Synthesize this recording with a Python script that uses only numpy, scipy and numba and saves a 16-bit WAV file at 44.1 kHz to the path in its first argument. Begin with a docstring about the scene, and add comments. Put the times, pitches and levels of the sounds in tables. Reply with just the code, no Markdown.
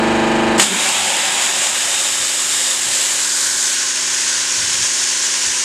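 """A yard with a steel container, where a pressure washer's piston pump drones in a light wind.
The trigger is pulled and a jet of water and sand bursts out. Its turbulence hisses, and its impact
drives the steel into vibration as it moves from a low panel over the corner post to a higher panel.
Automatic gain control ducks under the blast, so the loaded pump sinks to a faint hum."""
import sys
import numpy as np
from scipy import signal
from scipy.fft import rfft, irfft, next_fast_len
from scipy.io import wavfile
from scipy.ndimage import uniform_filter1d, map_coordinates
from numba import njit

SR = 44100
rng = np.random.default_rng(int(sys.argv[2]) if len(sys.argv) > 2 else 0)


def wav_record(signal):
    """Record a signal, one row per channel, as 16-bit PCM in the file named by sys.argv[1]."""
    frames = np.transpose(np.atleast_2d(signal))
    bounded = np.clip(frames, -1, 1)
    # unit amplitude maps onto the largest positive 16-bit level
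    quanta = np.round(bounded * 32767).astype(np.int16)
    wavfile.write(sys.argv[1], SR, quanta)


N = 248724
TIME = np.arange(N) / SR


def amp(db):
    """Amplitude ratio of a level in decibels."""
    return 10 ** (np.asarray(db) / 20)


def unit(x):
    """Normalisation to rms 1."""
    return x / np.sqrt(np.mean(x ** 2) + 1e-20)


def spectrum_gain(points, hz):
    """Log-frequency interpolation of (frequency [Hz], level [dB]), falling 60 dB an octave outside."""
    f, db = np.transpose(points)
    octaves_outside = np.abs(np.log2((hz + 1) / np.clip(hz + 1, f[0], f[-1])))
    return amp(np.interp(np.log(hz + 1), np.log(f), db) - 60 * octaves_outside)


def resonance(hz, centre, width):
    """Lorentzian curve of height 1."""
    return 1 / (1 + ((hz - centre) / (width / 2)) ** 2)


def curves(rows):
    """Linear interpolation in time of each column after the first."""
    times, *columns = np.transpose(rows)
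    return [np.interp(TIME, times, column) for column in columns]


def wobble(rate):
    """Smooth random modulation: a spline through `rate` knots a second."""
    return map_coordinates(rng.standard_normal(int(N * rate / SR) + 4), [TIME * rate])


def filtered(x, response):
    """Filtering as multiplication of the spectrum by a frequency response."""
    size = next_fast_len(N + SR // 2)
    return irfft(rfft(x, size) * response(np.fft.rfftfreq(size, 1 / SR)), size)[:N]


def noise(spectrum, patchy_db=0):
    """Spectrally shaped noise of rms 1, with optional drifting patches of gain."""
    white = signal.stft(rng.standard_normal(N), nperseg=512)[2]
    patches = uniform_filter1d(rng.standard_normal(white.shape), size=5, axis=0)
    patches = uniform_filter1d(patches, size=18, axis=1)
    patchy = signal.istft(white * amp(patchy_db * unit(patches)), nperseg=512)[1]
    return unit(filtered(patchy, lambda hz: spectrum_gain(spectrum, hz)))


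def blend(sounds, position):
    """Equal-power crossfade along a row of sounds."""
    return sum(x * np.sqrt(np.clip(1 - np.abs(position - k), 0, 1)) for k, x in enumerate(sounds))


def harmonics(angle, orders, gains):
    """Fourier series in the shaft angle, with random phases and rms 1."""
    turn = np.linspace(0, 2 * np.pi, 4096)
    cycle = sum(g * np.sin(round(k) * turn + rng.uniform(0, 2 * np.pi)) for k, g in zip(orders, gains))
    return unit(np.interp(angle % (2 * np.pi), turn, cycle))


def locked_lines(angle, table, shaft_hz):
    """Phase locking: each (frequency [Hz], level [dB]) line takes the nearest shaft harmonic."""
    hz, db = np.transpose(table)
    return np.linalg.norm(amp(db)) * harmonics(angle, hz / shaft_hz, amp(db))


# Wind spectrum: (frequency [Hz], relative density [dB])
WIND_SPECTRUM = [(25, -14), (42, -4), (62, -11), (100, 4), (125, 0), (160, -1.5), (200, -5)]
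# Puffs of wind: (time [s], half length [s], relative level [dB])
WIND_PUFFS = [(1.05, 0.055, -55), (2.89, 0.047, -49), (4.63, .06, -47), (4.738, .05, -49),
              (4.81, .035, -46), (5.49, 0.02, -51)]


def wind(breeze_db=-39, flutter_db=2.5, flutter_hz=9, puff_gain_db=18):
    """Turbulent pressure on the microphone: a fluttering breeze with a few soft, low puffs."""
    breeze = amp(breeze_db + flutter_db * wobble(flutter_hz))
    puffs = sum(amp(db) * np.exp(-((TIME - s) / half_s) ** 2) for s, half_s, db in WIND_PUFFS)
    return (breeze + amp(puff_gain_db) * puffs) * noise(WIND_SPECTRUM)


# Hum of the pump running free: (shaft order, relative level [dB])
FREE_ORDERS = [(1, -27), (2, -20.5), (3, -49.5), (4, -17.5), (5, -36), (6, -13), (7, -17), (8, -13),
               (9, 0.5), (10, -11), (11, -11), (12, -16), (13, -2), (14, -1), (15, -15), (16, -14),
               (17, -19), (18, -6), (19, -39), (20, -10.5), (21, -20), (22, -7), (23, -29), (24, -18),
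               (25, -9.5), (26, -7), (27, -16.5), (28, -28), (29, -13.5), (30, -13.5), (31, -22), (32, -5),
               (33, -11), (34, -28), (35, -5), (36, -21), (37, -20), (38, -8.5), (39, -14), (40, -12.5)]
# Buzz of its housing: (frequency [Hz], relative level [dB])
HOUSING_LINES = [(1077, -30.5), (1227, -31.5), (1249, -35), (1351, -39), (1427, -41), (1502, -35.5),
                 (1577, -34.5), (1604, -31), (1674, -32.5), (1750, -30.5), (1776, -33), (1803, -37),
                 (1927, -34), (2003, -36), (2250, -45), (2428, -33)]
# Hum under pressure: (frequency [Hz], relative level [dB])
LOADED_LINES = [(123.8, -61.5), (199.2, -63), (220.7, -51.5), (247.6, -56.5), (296.1, -47.5),
                (323.0, -62.5), (344.5, -55), (371.4, -49.5), (398.4, -50.5), (522.2, -50.5), (818.3, -55),
                (845.2, -53.5), (1017, -60), (1066, -49.5), (1637, -46)]


def piston_hum(angle, shaft_hz, load, free_db=-15.5, buzz_gain_db=-3, loaded_gain_db=15.5):
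    """Periodic forcing gives shaft harmonics; under load, free hum and buzz yield to the loaded hum."""
    orders, db = np.transpose(FREE_ORDERS)
    free = amp(free_db) * harmonics(angle, orders, amp(db))
    buzz = amp(buzz_gain_db) * locked_lines(angle, HOUSING_LINES, shaft_hz[0])
    loaded = amp(loaded_gain_db) * locked_lines(angle, LOADED_LINES, shaft_hz[-1])
    return (1 - load) * (free + buzz) + load * loaded


# Envelope of the valve clatter: (frequency [Hz], relative density [dB])
VALVE_SPECTRUM = [(590, -32), (1000, -13.5), (1210, -23), (1430, -36.5), (1740, -14), (2090, 2),
                  (2410, 0.5), (3190, 0), (3460, -25), (4000, 0), (5200, -49), (8800, -120)]


def valve_clatter(angle, shaft_hz, scatter_db=2.1):
    """Impacts that repeat with every turn form a dense series of high harmonics."""
    orders = np.arange(41, 160)
    scatter = amp(scatter_db * rng.standard_normal(len(orders)))
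    return harmonics(angle, orders, spectrum_gain(VALVE_SPECTRUM, orders * shaft_hz) * scatter)


# Running state of the pump: (time [s], shaft rate [Hz], load [0-1])
PUMP_STATE = [(0, 25.02, 0), (.59, 25.02, 0), (.68, 24.77, 1), (5.64, 24.77, 1)]
# Rush of its fan: (frequency [Hz], relative density [dB])
FAN_SPECTRUM = [(30, -12), (120, -21), (300, -6), (800, -6), (1300, 1), (1750, -2.5), (2100, -4),
                (3100, -4.5), (4500, -9.5), (6000, -17), (6600, -10.5), (8000, -12.5), (10000, -24.5),
                (15000, -46)]


def pump(clatter_db=-29, fan_db=-25, throb_db=1.5, stroke_db=-0.1):
    """Rotating machine: three pistons hum; each turn and stroke modulates the valve and fan noise."""
    shaft_hz, load = curves(PUMP_STATE)
    angle = 2 * np.pi * np.cumsum(shaft_hz) / SR + .003 * wobble(40)  # slightly uneven rotation
    hum = piston_hum(angle, shaft_hz, load)
    clatter = amp(clatter_db) * valve_clatter(angle, shaft_hz[0])
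    fan = amp(fan_db) * noise(FAN_SPECTRUM)
    throb = unit(amp(throb_db * np.cos(angle) + stroke_db * np.cos(3 * angle)))
    return hum + throb * (clatter + fan)


def reflections(x, echo_db=-22, count=8):
    """Comb filtering: weak early echoes from ground and containers ripple the spectrum."""
    delays_s = rng.uniform(.003, .03, count)
    echoes = sum(np.pad(x, (round(s * SR), 0))[:N] for s in delays_s)
    return (x + amp(echo_db) * echoes) / np.sqrt(1 + count * amp(echo_db) ** 2)


# Path of the jet: (time [s], place [0 low panel, 1 corner post, 2 high panel])
AIM_PATH = [(1.25, 0.071), (2.15, 0.85), (3.13, 1.27), (3.27, 1.84)]
# Balance at each of these places: (drumming gain [dB], spatter gain [dB], hiss gain [dB])
PLACE_GAINS = [(-5, -1.5, -1.5), (-11, -6.5, 0.5), (-11.5, -6, 0)]


def aim():
    """The point of excitation sets the balance: returns the place and its three gains over time."""
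    place, = curves(AIM_PATH)
    return place, [np.interp(place, np.arange(len(db)), db) for db in np.transpose(PLACE_GAINS)]


# Boom of the container wall: (frequency [Hz], relative density [dB])
BOOM_SPECTRUM = [(80, -30), (140, -11), (215, 6.5), (270, 0), (350, -1), (450, -3.5), (600, -30)]


def boom(place, peak_s=0.733, attack_s=0.035, decay_s=0.078):
    """Forced vibration: the wall booms as the jet lands and rumbles less off the loose low panel."""
    t = TIME - peak_s
    thump = amp(-25) * np.exp(-np.maximum(-t / attack_s, t / decay_s))
    rumble = amp(-37.5 - 20 * np.minimum(place, 1))
    return (thump + rumble) * noise(BOOM_SPECTRUM)


def grit(grains_per_s=110, gain_db=-14, spread_db=2.0):
    """Poisson process: coarse grains tick on the steel at independent instants."""
    hits = rng.random(N) < grains_per_s / SR
    sizes = amp(spread_db * np.minimum(rng.standard_exponential(N), 3)) * rng.choice([-1, 1], N)
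    spectrum = [(1200, 5), (3000, -4), (7500, 13), (10000, -12), (15000, -23)]
    return amp(gain_db) * filtered(hits * sizes, lambda hz: spectrum_gain(spectrum, hz))


def crack(start_s=.597, gain_db=0.5, decay_s=0.0074):
    """Broadband transient: the first slug of water bursts out of the nozzle."""
    t = TIME - start_s
    spectrum = [(500, -12), (1300, 4), (3000, 4), (5000, -9), (8000, -4.0), (15000, -34)]
    return amp(gain_db) * (t > 0) * np.exp(-np.abs(t) / decay_s) * noise(spectrum)


# Slugs of wet sand: (time [s], relative peak level [dB])
SAND_SLUGS = [(0.8897, 5.5), (1.1674, 1), (2.5865, -6), (2.7055, 0), (2.8564, -2), (3.729, 3), (4.0801, -5)]


def spits(gain_db=-17.0, half_s=0.0025):
    """Pulsed flow: each slug leaves the nozzle as a Gaussian burst of bright hiss."""
    bursts = sum(amp(db) * np.exp(-((TIME - s - half_s / 2) / half_s) ** 2) for s, db in SAND_SLUGS)
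    return amp(gain_db) * bursts * noise(BRIGHT_SPECTRUM)


# Nozzle hiss, bright and dull: (frequency [Hz], relative density [dB])
BRIGHT_SPECTRUM = [(2350, -14), (4000, -7.5), (4330, -9), (5070, -5), (6040, -10.5), (6900, 0), (7800, 0),
                   (11900, -20), (14600, -31.5), (15400, -38)]
DULL_SPECTRUM = [(2350, -19), (4000, -11.5), (6610, -1), (9480, -12.5), (11900, -32.5), (13500, -35),
                 (15400, -49)]
# Passage from bright to dull: (time [s], dullness [0-1])
HISS_DULLNESS = [(3.1, 0.14), (3.3, 0.31), (3.74, 0.53), (3.79, 0.88)]


def hiss(gain_db=2.13, patchy_db=0.6):
    """Turbulence at the nozzle radiates broadband noise, duller as the lance is raised."""
    colours = [noise(BRIGHT_SPECTRUM, patchy_db), noise(DULL_SPECTRUM, patchy_db)]
    return amp(gain_db) * blend(colours, curves(HISS_DULLNESS)[0])


# Response of the steel at each place: (frequency [Hz], relative density [dB])
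LOW_PANEL_SPECTRUM = [(240, -34), (400, -8), (425, -24.5), (511, -3.5), (695, -4.5), (826, 0.5), (1180, -7),
                      (1540, -3), (1660, -2.5), (2340, -2), (2620, -1), (3420, -1), (3830, -1.5),
                      (4240, -12), (4600, -11), (5980, -29), (10100, -120)]
POST_SPECTRUM = [(240, -71), (400, -27), (421, -24), (527, -7), (702, -11.5), (826, -10.5), (1010, -9.5),
                 (1270, -7.5), (1420, -9.5), (1800, -4), (2620, -8), (2930, -2.5), (3350, -7), (3640, -5),
                 (4600, -19), (5980, -27), (10100, -120)]
HIGH_PANEL_SPECTRUM = [(240, -58), (400, -19), (439, -33), (511, -15), (549, -16), (634, -13), (769, -33),
                       (818, -13.5), (1030, -2.5), (1240, -14), (1530, -1), (2200, -3), (3320, -2),
                       (3990, -6), (4600, -2.5), (5980, -18), (10100, -120)]
# Resonances of the high panel: (frequency [Hz], width [Hz], gain [dB])
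HIGH_PANEL_MODES = [(537, 70, 0.5), (1130, 240, -1.5), (1426, 300, 1)]


def impact(place, drum_db, spatter_db, split_hz=1900):
    """Random excitation of steel: sand and water drum below the split frequency and spatter above."""
    modes = lambda hz: amp(sum(db * resonance(hz, f, width) for f, width, db in HIGH_PANEL_MODES))
    high_panel = unit(filtered(noise(HIGH_PANEL_SPECTRUM, patchy_db=0.13), modes))
    low_panel = noise(LOW_PANEL_SPECTRUM, patchy_db=1.0)
    post = noise(POST_SPECTRUM, patchy_db=0.9)
    steel = blend([low_panel, post, high_panel], place)
    drum = filtered(steel, lambda hz: 1 / (1 + (hz / split_hz) ** 12))
    levelled = lambda x: x / np.sqrt(np.abs(uniform_filter1d(x * x, size=SR // 5)))
    return amp(drum_db) * levelled(drum) + amp(spatter_db) * levelled(steel - drum)


# Bands that swell or sink for a while, the first a hollow as the jet opens, the rest at the spots struck:
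# (start [s], end [s], frequency [Hz], width [Hz], gain [dB])
PASSING_BANDS = [(0.652, .8, 5400, 1590, -4.5), (.95, 1.45, 820, 110, 3.5), (0.901, 1.5, 2690, 110, 1.5),
                 (1.85, 2.72, 3670, 110, 5), (3.25, 4.6, 1510, 220, 3), (3.27, 3.676, 2720, 950, -7.5),
                 (3.3, 3.845, 5670, 700, 1), (3.88, 4.597, 6498, 150, 1.5), (4.4, 5.5, 5500, 130, 3.5)]


def passing_resonances(x, fade_s=0.13, waver_db=.5, waver_hz=6):
    """Local response: a band swells or sinks for a while, wavering with the hand; most follow the spot where
    the jet dwells, the first hollows the jet's opening."""
    out = x
    for start, end, centre, width, db in PASSING_BANDS:
        dwell = np.clip(np.minimum(TIME - start, end - TIME) / fade_s + .5, 0, 1)
        band = filtered(x, lambda hz: resonance(hz, centre, width))
        out = out + (amp(db + waver_db * wobble(waver_hz)) - 1) * dwell * band
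    return out


# Nozzle pressure as the trigger is pulled, acting on the whole jet: (time [s], gain [dB])
NOZZLE_PRESSURE = [(.574, -63), (.581, 2), (.594, 1), (.6, 11), (.622, 19), (.68, 12), (.78, 12)]
# Flow of sand and water: (time [s], relative level [dB])
JET_FLOW = [(0.7, -20.5), (0.81, -17.5), (1.03, -18), (1.86, -17), (2.02, -17), (2.38, -18.5), (2.66, -17),
            (2.76, -19), (2.95, -17), (3.72, -16.5), (3.87, -18), (5.19, -17), (5.6, -17.5)]


def jet(swell_db=0.33, surge_db=.45, sputter_db=0.49, grain_db=-0.45, landing_s=0.61, rise_s=0.072):
    """Common amplitude modulation: an uneven sand feed makes hiss and impact sputter together."""
    place, (drum_db, spatter_db, hiss_db) = aim()
    slow_db = swell_db * wobble(11) + surge_db * wobble(35)
    fast_db = sputter_db * wobble(220) + grain_db * wobble(1800)
    feed = amp(curves(JET_FLOW)[0]) * unit(amp(slow_db + fast_db))
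    landed = np.clip((TIME - landing_s) / rise_s, 0, 1)  # the impact builds just after the hiss
    strike = amp(-3.5 * (1 - landed)) * impact(place, drum_db, spatter_db)
    stream = passing_resonances(feed * (strike + amp(hiss_db) * hiss()))
    return amp(curves(NOZZLE_PRESSURE)[0]) * (stream + boom(place) + spits() + grit())


def scene():
    """Superposition of pump, jet and wind, alike in both channels."""
    yard = pump() + reflections(jet() + crack()) + wind()
    return np.array([yard, yard])


@njit
def follow(level, attack, release):
    """Envelope follower: a first-order lag with separate rates of rise and fall."""
    out, held = np.empty(len(level)), 0.0
    for i in range(len(level)):
        held += (level[i] - held) * (attack if level[i] > held else release)
        out[i] = held
    return out


def gain_control(x, threshold_db=-15.5, attack_s=0.027, release_s=1.7, bass_hz=400):
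    """Limiting: the gain falls by as much as the level above the bass exceeds the threshold."""
    sensed = filtered(x[0], lambda hz: hz > bass_hz)
    rms = np.sqrt(np.abs(uniform_filter1d(sensed ** 2, size=256)))
    held = follow(rms, 1 / (attack_s * SR), 1 / (release_s * SR))
    return x / np.maximum(1, held / amp(threshold_db))


def record(dry, top_hz=15500):
    """Finite range and bandwidth: gain control, clipping of the first blast, then a low-pass."""
    clipped = np.clip(gain_control(dry), -1, 1)
    return np.array([filtered(channel, lambda hz: hz < top_hz) for channel in clipped])


dry = scene()
out = record(dry)
wav_record(out)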